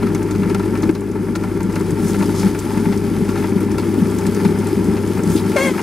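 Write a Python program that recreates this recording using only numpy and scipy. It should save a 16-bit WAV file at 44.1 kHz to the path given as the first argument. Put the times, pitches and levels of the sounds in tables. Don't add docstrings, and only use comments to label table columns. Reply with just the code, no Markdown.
import sys
import numpy as np
from scipy import signal
from scipy.fft import rfft, irfft, next_fast_len
from scipy.io import wavfile
from scipy.ndimage import uniform_filter1d, map_coordinates

SR = 44100
rng = np.random.default_rng(int(sys.argv[2]) if len(sys.argv) > 2 else 0)


def int16_out(signal):
    q = np.round(np.clip(np.atleast_2d(signal).T, -1, 1) * 32767)
    wavfile.write(sys.argv[1], SR, q.astype(np.int16))


def attenuation_scalar(level_db):
    decades = np.asarray(level_db, float) / 20
    return 10 ** decades


N = 256750

# (f/Hz, width/Hz, level/dB)
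STONE = [(571, 60, -1), (782.6, 24, 1), (878, 42, 5), (1000, 62, -2.5), (1138, 130, -5), (1380, 87, 0),
         (1574, 84, -6), (1734, 81, -2.5), (2107, 420, -8.5), (2800, 600, -18)]
TOUCH_S, DAMP_S = 5.55, 0.089
DAMPED_DB = -9.5


def unit(x):
    return x / np.sqrt(np.mean(x ** 2) + 1e-20)


def evened(x, share):
    power = np.abs(uniform_filter1d(x ** 2, size=SR // 14)) + 1e-12
    return unit(x / power ** (share / 2))


def along(points, hz):
    f, v = np.transpose(points)
    return np.interp(np.log(hz + 1), np.log(f + 1), v)


def curves(rows):
    s, *cols = np.transpose(rows)
    return [np.interp(np.arange(N) / SR, s, c) for c in cols]


def wobble(rate):
    knots = rng.standard_normal(int(N * rate / SR) + 4)
    return map_coordinates(knots, [np.arange(N) * rate / SR])


def settle(s, long_s):
    return (1 + np.tanh(2 * (np.arange(N) / SR - s) / long_s)) / 2


def drum_swing(count):
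    turn_hz, high_spot_s = 2.5, 0.07
    return np.cos(2 * np.pi * count * turn_hz * (np.arange(N) / SR - high_spot_s))


def struck(t, rise_s, t60):
    return attenuation_scalar(-60 * t / t60) * (1 - np.exp(-t / rise_s))


def filtered(x, response):
    m = next_fast_len(N + SR // 2)
    return irfft(rfft(x, m) * response(np.fft.rfftfreq(m, 1 / SR)), m)[..., :N]


def modes(table):
    def response(f):
        return sum((-1) ** k * attenuation_scalar(db) * 1j * f * w / (c * c - f * f + 1j * f * w)
                   for k, (c, w, db) in enumerate(table))
    return response


def pasted(table, hz):
    return lambda f: modes(table)(f) / (1 + (f / hz) ** 6)


def bumps(rate, spread_db, smooth_db, life):
    size = attenuation_scalar(spread_db * np.minimum(rng.exponential(size=N), 2.5))
    hits = (rng.random(N) < rate / SR) * size
    pressure = signal.lfilter([1], [1, -np.exp(-1 / (life * SR))], hits)
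    return unit(pressure * rng.standard_normal(N)) + attenuation_scalar(smooth_db) * rng.standard_normal(N)


def motor():
    # (multiple of the hum, level/dB)
    overtones = [(2, -5), (3, -5), (4, -1), (6, -21)]
    hum_db = -27.5 + DAMPED_DB * settle(TOUCH_S, DAMP_S)
    shifted = settle(3.55, .2)
    shaft_db = -37.5 - 12.5 * shifted
    stand_db = -41.5 + 4.5 * shifted
    turn = 2 * np.pi * np.cumsum(100.13 + .15 * wobble(4.013)) / SR
    hum = np.sin(turn) * attenuation_scalar(0.24 * wobble(6.6))
    for k, db in overtones:
        hum += attenuation_scalar(db + 2.1 * wobble(7.6)) * np.sin(k * turn + .5 * wobble(4.6))
    shaft = attenuation_scalar(shaft_db) * np.sin(.488 * turn)
    stand = filtered(rng.standard_normal(N), lambda f: modes([(69, 12, 0)])(f) ** 2)
    stand = attenuation_scalar(stand_db + 1.2 * drum_swing(count=1)) * unit(stand)
    return np.sqrt(2) * (attenuation_scalar(hum_db) * hum + shaft) + stand


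def room_tone():
    # (f/Hz, level/dB per Hz)
    spectrum = [(15, -55), (25, -51), (82, -16), (136, -12.5), (200, -4.5), (262, -25.5), (403, -17.5),
                (667, -34.5), (876, -29), (2600, -49), (3380, -66), (5720, -120)]
    noise = filtered(rng.standard_normal(N), lambda f: attenuation_scalar(along(spectrum, f)))
    return attenuation_scalar(-28.0 + DAMPED_DB * settle(TOUCH_S, DAMP_S)) * unit(noise)


def rolling():
    # (f/Hz, width/Hz, level/dB)
    bottom = [(168.1, 13.6, -4.5), (199, 11.9, 1.5), (231, 10.2, -6.5)]
    # (f/Hz, width/Hz, level/dB)
    bowl = [(248.3, 30.5, -7), (316.6, 34.6, -2.5), (353, 36.8, -1), (391.6, 25.8, -1.5), (423.6, 23, -6),
            (475, 36.5, -11)]
    # (t/s, level/dB on the drum bottom)
    loads = [(.04, 2), (.29, -3), (.6, 2.5), (1.04, -10), (1.21, 4), (1.53, -2), (1.74, -9), (1.95, 2),
             (2.05, 3), (2.21, 11), (2.3, 2), (2.46, 10.5), (2.63, -10), (2.88, 8.5), (2.96, -5),
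             (3.22, 1.5), (3.42, 1.5), (3.56, 5), (3.69, 1), (3.78, -6), (4.03, 8), (4.29, 8.5),
             (4.47, 8.5), (4.73, -18), (4.78, 7), (4.92, 5.5), (4.99, -6), (5.3, 5.5), (5.49, 5),
             (5.59, -6)]
    t = np.arange(N) / SR
    swell_s = 0.018
    load_db = sum(db * np.exp(-((t - s) / swell_s) ** 2 / 2) for s, db in loads)
    boom_db = -22.5 + 2 * drum_swing(count=1) + drum_swing(count=2) + load_db
    boom_db = boom_db - 2.5 * settle(TOUCH_S, DAMP_S)
    roll_db = -22 + 0.25 * drum_swing(count=1) + 0.42 * wobble(25)

    def deep(f):
        return (1j * f / 150) ** 2 / (1 + 1.1j * f / 150 - (f / 150) ** 2)

    tread = filtered(bumps(200, 0.38, 0.29, life=0.0016), lambda f: deep(f) ** 2)
    boom = attenuation_scalar(boom_db) * evened(filtered(tread, pasted(bottom, 246)), share=1.0)
    roll = attenuation_scalar(roll_db) * evened(filtered(tread, pasted(bowl, 533)), share=0.49)
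    return boom + roll


def grinding():
    # (t/s, level/dB over thin batter)
    feed = [(0, 0.5), (1.2, 0.1), (1.9, 2.5), (2.3, 7), (2.6, 8), (3.05, 3.5), (3.4, 5), (3.65, 2),
            (4.3, 4), (5.2, 4), (5.82, 6)]
    # (f/Hz, level/dB per Hz)
    hiss_spectrum = [(1350, -30), (2300, -20), (3120, 0), (3970, -5.5), (4650, -3), (5690, -7),
                     (6410, -6.5), (6890, -8.5), (7830, -4.5), (8560, -6.5), (9190, -6.5), (11500, -7.5),
                     (14200, -11.5), (15600, -17)]
    # (f/Hz, width/Hz, level/dB)
    steel_wall = [(4990, 420, -5), (6500, 540, -5), (9450, 480, -3.5), (11000, 600, -2.5)]
    feed_db, = curves(feed)
    surge = wobble(18)
    grind_db = -36 + .4 * feed_db + 1.02 * surge
    hiss_db = -44.7 + feed_db + 0.97 * surge + 0.71 * wobble(35)
    crush = bumps(160, 0.97, 3.0, life=0.0024)
    grind = attenuation_scalar(grind_db) * unit(filtered(crush, pasted(STONE, 4200)))
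    spray = attenuation_scalar(-13.5) * crush + bumps(400, 3.5, 4.4, life=0.00055)

    def colour(f):
        return attenuation_scalar(along(hiss_spectrum, f)) * (1 + np.abs(modes(steel_wall)(f)))

    return grind + attenuation_scalar(hiss_db) * unit(filtered(spray, colour))


def cracks():
    # (t/s, peak level/dB, edge level/dB)
    near_grains = [(0.027, -13, -16.5), (.148, -15.5, -14), (.432, -14.5, -17), (.596, -15, -18),
                   (1.155, -15, -32), (1.604, -14.5, -18), (1.696, -17, -21), (1.805, -16, -24),
                   (2.143, -12.5, -19), (2.224, -10, -17), (2.43, -13, -19), (2.773, -13, -25),
                   (2.854, -13, -22), (2.924, -11.5, -13), (3.424, -15.5, -24), (3.441, -12, -25),
                   (3.797, -18, -10), (3.826, -15, -21), (4.266, -17.5, -10), (4.449, -8, -15),
                   (4.871, -26, -22), (4.967, -13.5, -14.5), (5.034, -20, -19), (5.19, -14.5, -28),
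                   (5.518, -16.5, -14), (5.792, -9, -26)]
    # (t/s, peak level/dB, edge level/dB)
    far_grains = [(.067, -15.5, -16), (.31, -20.5, -7.5), (.497, -16.5, -15), (.546, -12.5, -13),
                  (.632, -20, -15), (.752, -15, -17), (.831, -13, -13), (.892, -12.5, -18),
                  (0.951, -14.5, -10), (1.353, -9.5, -11.5), (1.437, -13, -25), (1.76, -10.5, -19),
                  (2.205, -14, -19), (2.292, -20, -20), (2.548, -11, -18), (3.357, -14.5, -14),
                  (3.375, -15.5, -11), (3.782, -11.5, -13), (4.185, -18.5, -13), (4.668, -22, -12),
                  (5.437, -19, -28), (5.564, -10, -24), (5.778, -12.5, -24), (.19, -29, -20),
                  (.35, -18.5, -15), (1.995, -19.5, -20), (3.29, -14.5, -13), (5.737, -17.5, -21)]
    near_hz, far_hz = 913, 1358
    ring, dull, edge = np.zeros((3, N + SR))
    t = np.arange(SR // 8) / SR
    soft = [(s * N / SR, -23.5 + 2.5 * size, -20)
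            for s, size in zip(rng.random(size=90), rng.standard_normal(size=90))]
    grains = [(*row, near_hz) for row in near_grains + soft[::2]]
    grains += [(*row, far_hz) for row in far_grains + soft[1::2]]
    for s, db, edge_db, hz in grains:
        hz = hz * (1 + 0.023 * rng.standard_normal())
        burst = attenuation_scalar(db + 0.5) * struck(t, 0.00013, t60=0.067) * rng.standard_normal((2, len(t)))
        here = slice(round(s * SR), round(s * SR) + len(t))
        ring[here] += attenuation_scalar(db - 11.5 - 60 * t / 0.048) * np.sin(2 * np.pi * hz * t)
        dull[here] += burst[0]
        edge[here] += attenuation_scalar(edge_db) * burst[1]
    dull = filtered(dull[:N], lambda f: modes(STONE)(f) * (f / 1200) ** 0.23)
    edge = filtered(edge[:N], modes([(4200, 1300, 0)]))
    return ring[:N] + attenuation_scalar(4) * dull + attenuation_scalar(1.5) * edge


def thuds():
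    # (t/s, peak level/dB, f/Hz)
    drops = [(0.102, -3, 199), (0.393, 3.5, 194), (0.469, -1, 194), (0.514, 2.5, 351), (0.831, 3.5, 310),
             (0.893, 9, 310), (1.209, -10, 193), (1.635, 0, 172), (1.771, 2, 192), (1.923, 6, 170),
             (2.772, 5.5, 198), (2.851, -9, 187), (3.08, 3, 220), (3.179, 3, 184), (3.222, 3, 194),
             (3.443, 1, 393), (3.518, 1, 208), (3.563, 5, 200), (3.979, 5, 245), (4.772, 4, 196),
             (5.191, 2, 222), (5.354, 4.5, 328)]
    out, t = np.zeros(N + SR), np.arange(SR // 10) / SR
    for s, db, hz in drops:
        thud = attenuation_scalar(db - 8.5) * struck(t, 0.0024, t60=0.069) * np.sin(2 * np.pi * hz * t)
        out[round(s * SR):][:len(t)] += thud
    return out[:N]


def ticks():
    # (t/s, peak level/dB, f/Hz)
    flung = [(.1468, -18.5, 6370), (.2284, -26, 5140), (.3082, -23, 6290), (.5087, -27, 5360),
             (.5457, -18, 4530), (.822, -23, 6230), (.949, -24, 4200), (1.1139, -28, 5720),
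             (1.358, -18, 6440), (1.4361, -25, 4690), (1.6292, -23, 8300), (1.7547, -18, 4250),
             (2.0812, -22, 7570), (2.1894, -24, 5770), (2.2308, -25, 9450), (2.2583, -23, 5206),
             (2.3955, -19, 6440), (2.589, -14, 7720), (2.9745, -21, 5180), (3.29, -30, 5090),
             (3.4909, -26, 4790), (3.7815, -17, 4400), (4.1846, -20, 6400), (4.2652, -16, 6300),
             (4.346, -18.5, 4660), (4.586, -25, 9174), (4.6682, -23, 7550), (5.0719, -25, 6350),
             (5.2333, -22, 6563), (5.357, -21, 9140)]
    out, t = np.zeros(N + SR), np.arange(SR // 16) / SR
    stray_s = rng.random(30) * N / SR
    stray_db = -26 + rng.standard_normal(30)
    stray_hz = np.clip(6000 * np.exp(0.27 * rng.standard_normal(30)), 3000, 12000)
    for s, db, hz in [*flung, *zip(stray_s, stray_db, stray_hz)]:
        burst = attenuation_scalar(db - 8.0) * struck(t, 0.00081, t60=0.036) * rng.standard_normal(len(t))
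        coloured = signal.lfilter(*signal.iirpeak(hz, 2.5, SR), burst)
        out[round(s * SR):][:len(t)] += burst + 1.83 * coloured
    return filtered(out[:N], lambda f: modes([(7500, 9000, 0)])(f) ** 2)


def showers():
    # (t/s, half length/s, level/dB, f/Hz)
    handfuls = [
        (2.03, .03, -40, 9500),
        (2.091, 0.031, -34.5, 6860),
        (2.27, 0.023, -47, 9000),
        (2.397, 0.032, -33, 5730),
        (5.318, 0.023, -38.5, 7400),
        (5.38, 0.014, -30.5, 3480),
        (5.35, 0.046, -39, 9000),
    ]
    out, t = np.zeros(N), np.arange(N) / SR
    grains = bumps(900, 8.2, -2.0, life=0.0027)
    for s, half, db, hz in handfuls:
        swell = np.exp(-((t - s) / half) ** 2 / 2)
        out += attenuation_scalar(db) * swell * unit(signal.lfilter(*signal.iirpeak(hz, 1.6, SR), grains))
    return filtered(out, modes([(6000, 12000, 0)]))


def cup():
    # (t/s, slip rate f/Hz, level/dB)
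    squeak = [
        (5.558, 590, -26),
        (5.565, 575, -16),
        (5.576, 530, -16),
        (5.598, 527, -15.5),
        (5.62, 544, -18),
        (5.655, 553, -17),
        (5.684, 520, -19),
        (5.7, 505, -25),
        (5.725, 495, -36),
    ]
    # (f/Hz, width/Hz, level/dB)
    cup_body = [(560, 150, 4.5), (1050, 490, -3), (1580, 220, -2), (2150, 140, 2.5), (2780, 350, -12),
                (3290, 250, -12.5), (4400, 900, -15), (6300, 2000, -15.5), (9600, 4800, -21)]
    # (f/Hz, width/Hz, level/dB)
    cup_ring = [(2190, 14, -9), (3270, 9, -4)]
    hz, db = curves(squeak)
    start_s, end_s = squeak[0][0], squeak[-1][0]
    t = np.arange(N) / SR - start_s
    touch = np.clip(t / 0.0021, 0, 1) * (t < end_s - start_s)
    turn = 2 * np.pi * np.cumsum(hz * (1 + 0.01 * wobble(250))) / SR
    slips = np.zeros(N)
    for k in range(1, 28):
        slips += attenuation_scalar((1.7 + 0.2 * k) * wobble(70)) * np.cos(k * turn) / np.sqrt(14)
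    scrape = (0.71 + 0.6 * np.exp(-np.abs(t - .007) / 0.003)) * rng.standard_normal(N)
    rub = touch * attenuation_scalar(db + 5.0) * (slips + scrape)
    knock = (t > 0) * attenuation_scalar(-6.5) * struck(np.abs(t), .003, t60=0.069) * np.sin(2 * np.pi * 585 * t)
    return knock + filtered(rub, lambda f: modes(cup_body)(f) + modes(cup_ring)(f))


def kitchen(near):
    t60, level_db = .083, -16
    t = np.arange(SR // 3) / SR
    tail = rng.standard_normal(len(t)) * attenuation_scalar(-60 * t / t60)
    return near + attenuation_scalar(level_db) * signal.fftconvolve(near, tail / np.linalg.norm(tail))[:N]


def two_ports(near):
    # (f/Hz, left-right likeness)
    alike = [(40, .995), (100, .998), (300, .998), (800, .96), (2300, .965), (4000, .97), (6500, .87),
             (10700, .79), (14000, .5)]
    # (f/Hz, left over right level/dB)
    left_over_right = [(40, .3), (100, 2.5), (400, 3.8), (860, 3.2), (1200, 2.5), (2200, 2.8), (2800, 1),
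                       (7000, .6), (14000, 1.7)]
    # (f/Hz, left lead/rad)
    left_lead = [(40, -.2), (90, -.5), (500, -.14), (1300, -.17), (1900, .06), (4000, .08), (8600, .62),
                 (14500, 1.2)]
    z = signal.stft(near, nperseg=512)[2]
    scrambled = z * np.exp(2j * np.pi * rng.random(z.shape))
    diffuse = 1.98 * signal.istft(scrambled, nperseg=512)[1][:N]
    side = filtered(diffuse, lambda f: np.tan(np.arccos(np.clip(along(alike, f), -1, 1)) / 2))

    def ports(f):
        gain = attenuation_scalar(np.outer([.5, -.5], along(left_over_right, f)))
        return gain * np.exp(1j * np.outer([.5, -.5], along(left_lead, f)))

    return filtered(np.array([near + side, near - side]), ports)


def scene():
    machine = motor() + room_tone() + rolling() + grinding()
    rice = cracks() + thuds() + ticks() + showers()
    return two_ports(kitchen(machine + rice + cup()))


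def gain_control():
    # (t/s, level/dB)
    ducks = [
        (0.906, -5),
        (2.5, -2.5),
    ]
    grab_s, recover_s = .01, 0.55
    t = np.arange(N) / SR
    return attenuation_scalar(sum(db * settle(s, grab_s) * np.exp(-np.abs(t - s) / recover_s) for s, db in ducks))


def band_limit(x):
    return signal.sosfilt(signal.butter(12, 15750, fs=SR, output="sos"), x)


def record(dry):
    x = dry * gain_control()
    x = x / (1 + np.abs(x / .99) ** 6) ** (1 / 6)
    x = filtered(x, lambda f: f < 15760)
    return band_limit(x)


dry = scene()
out = record(dry)
int16_out(out)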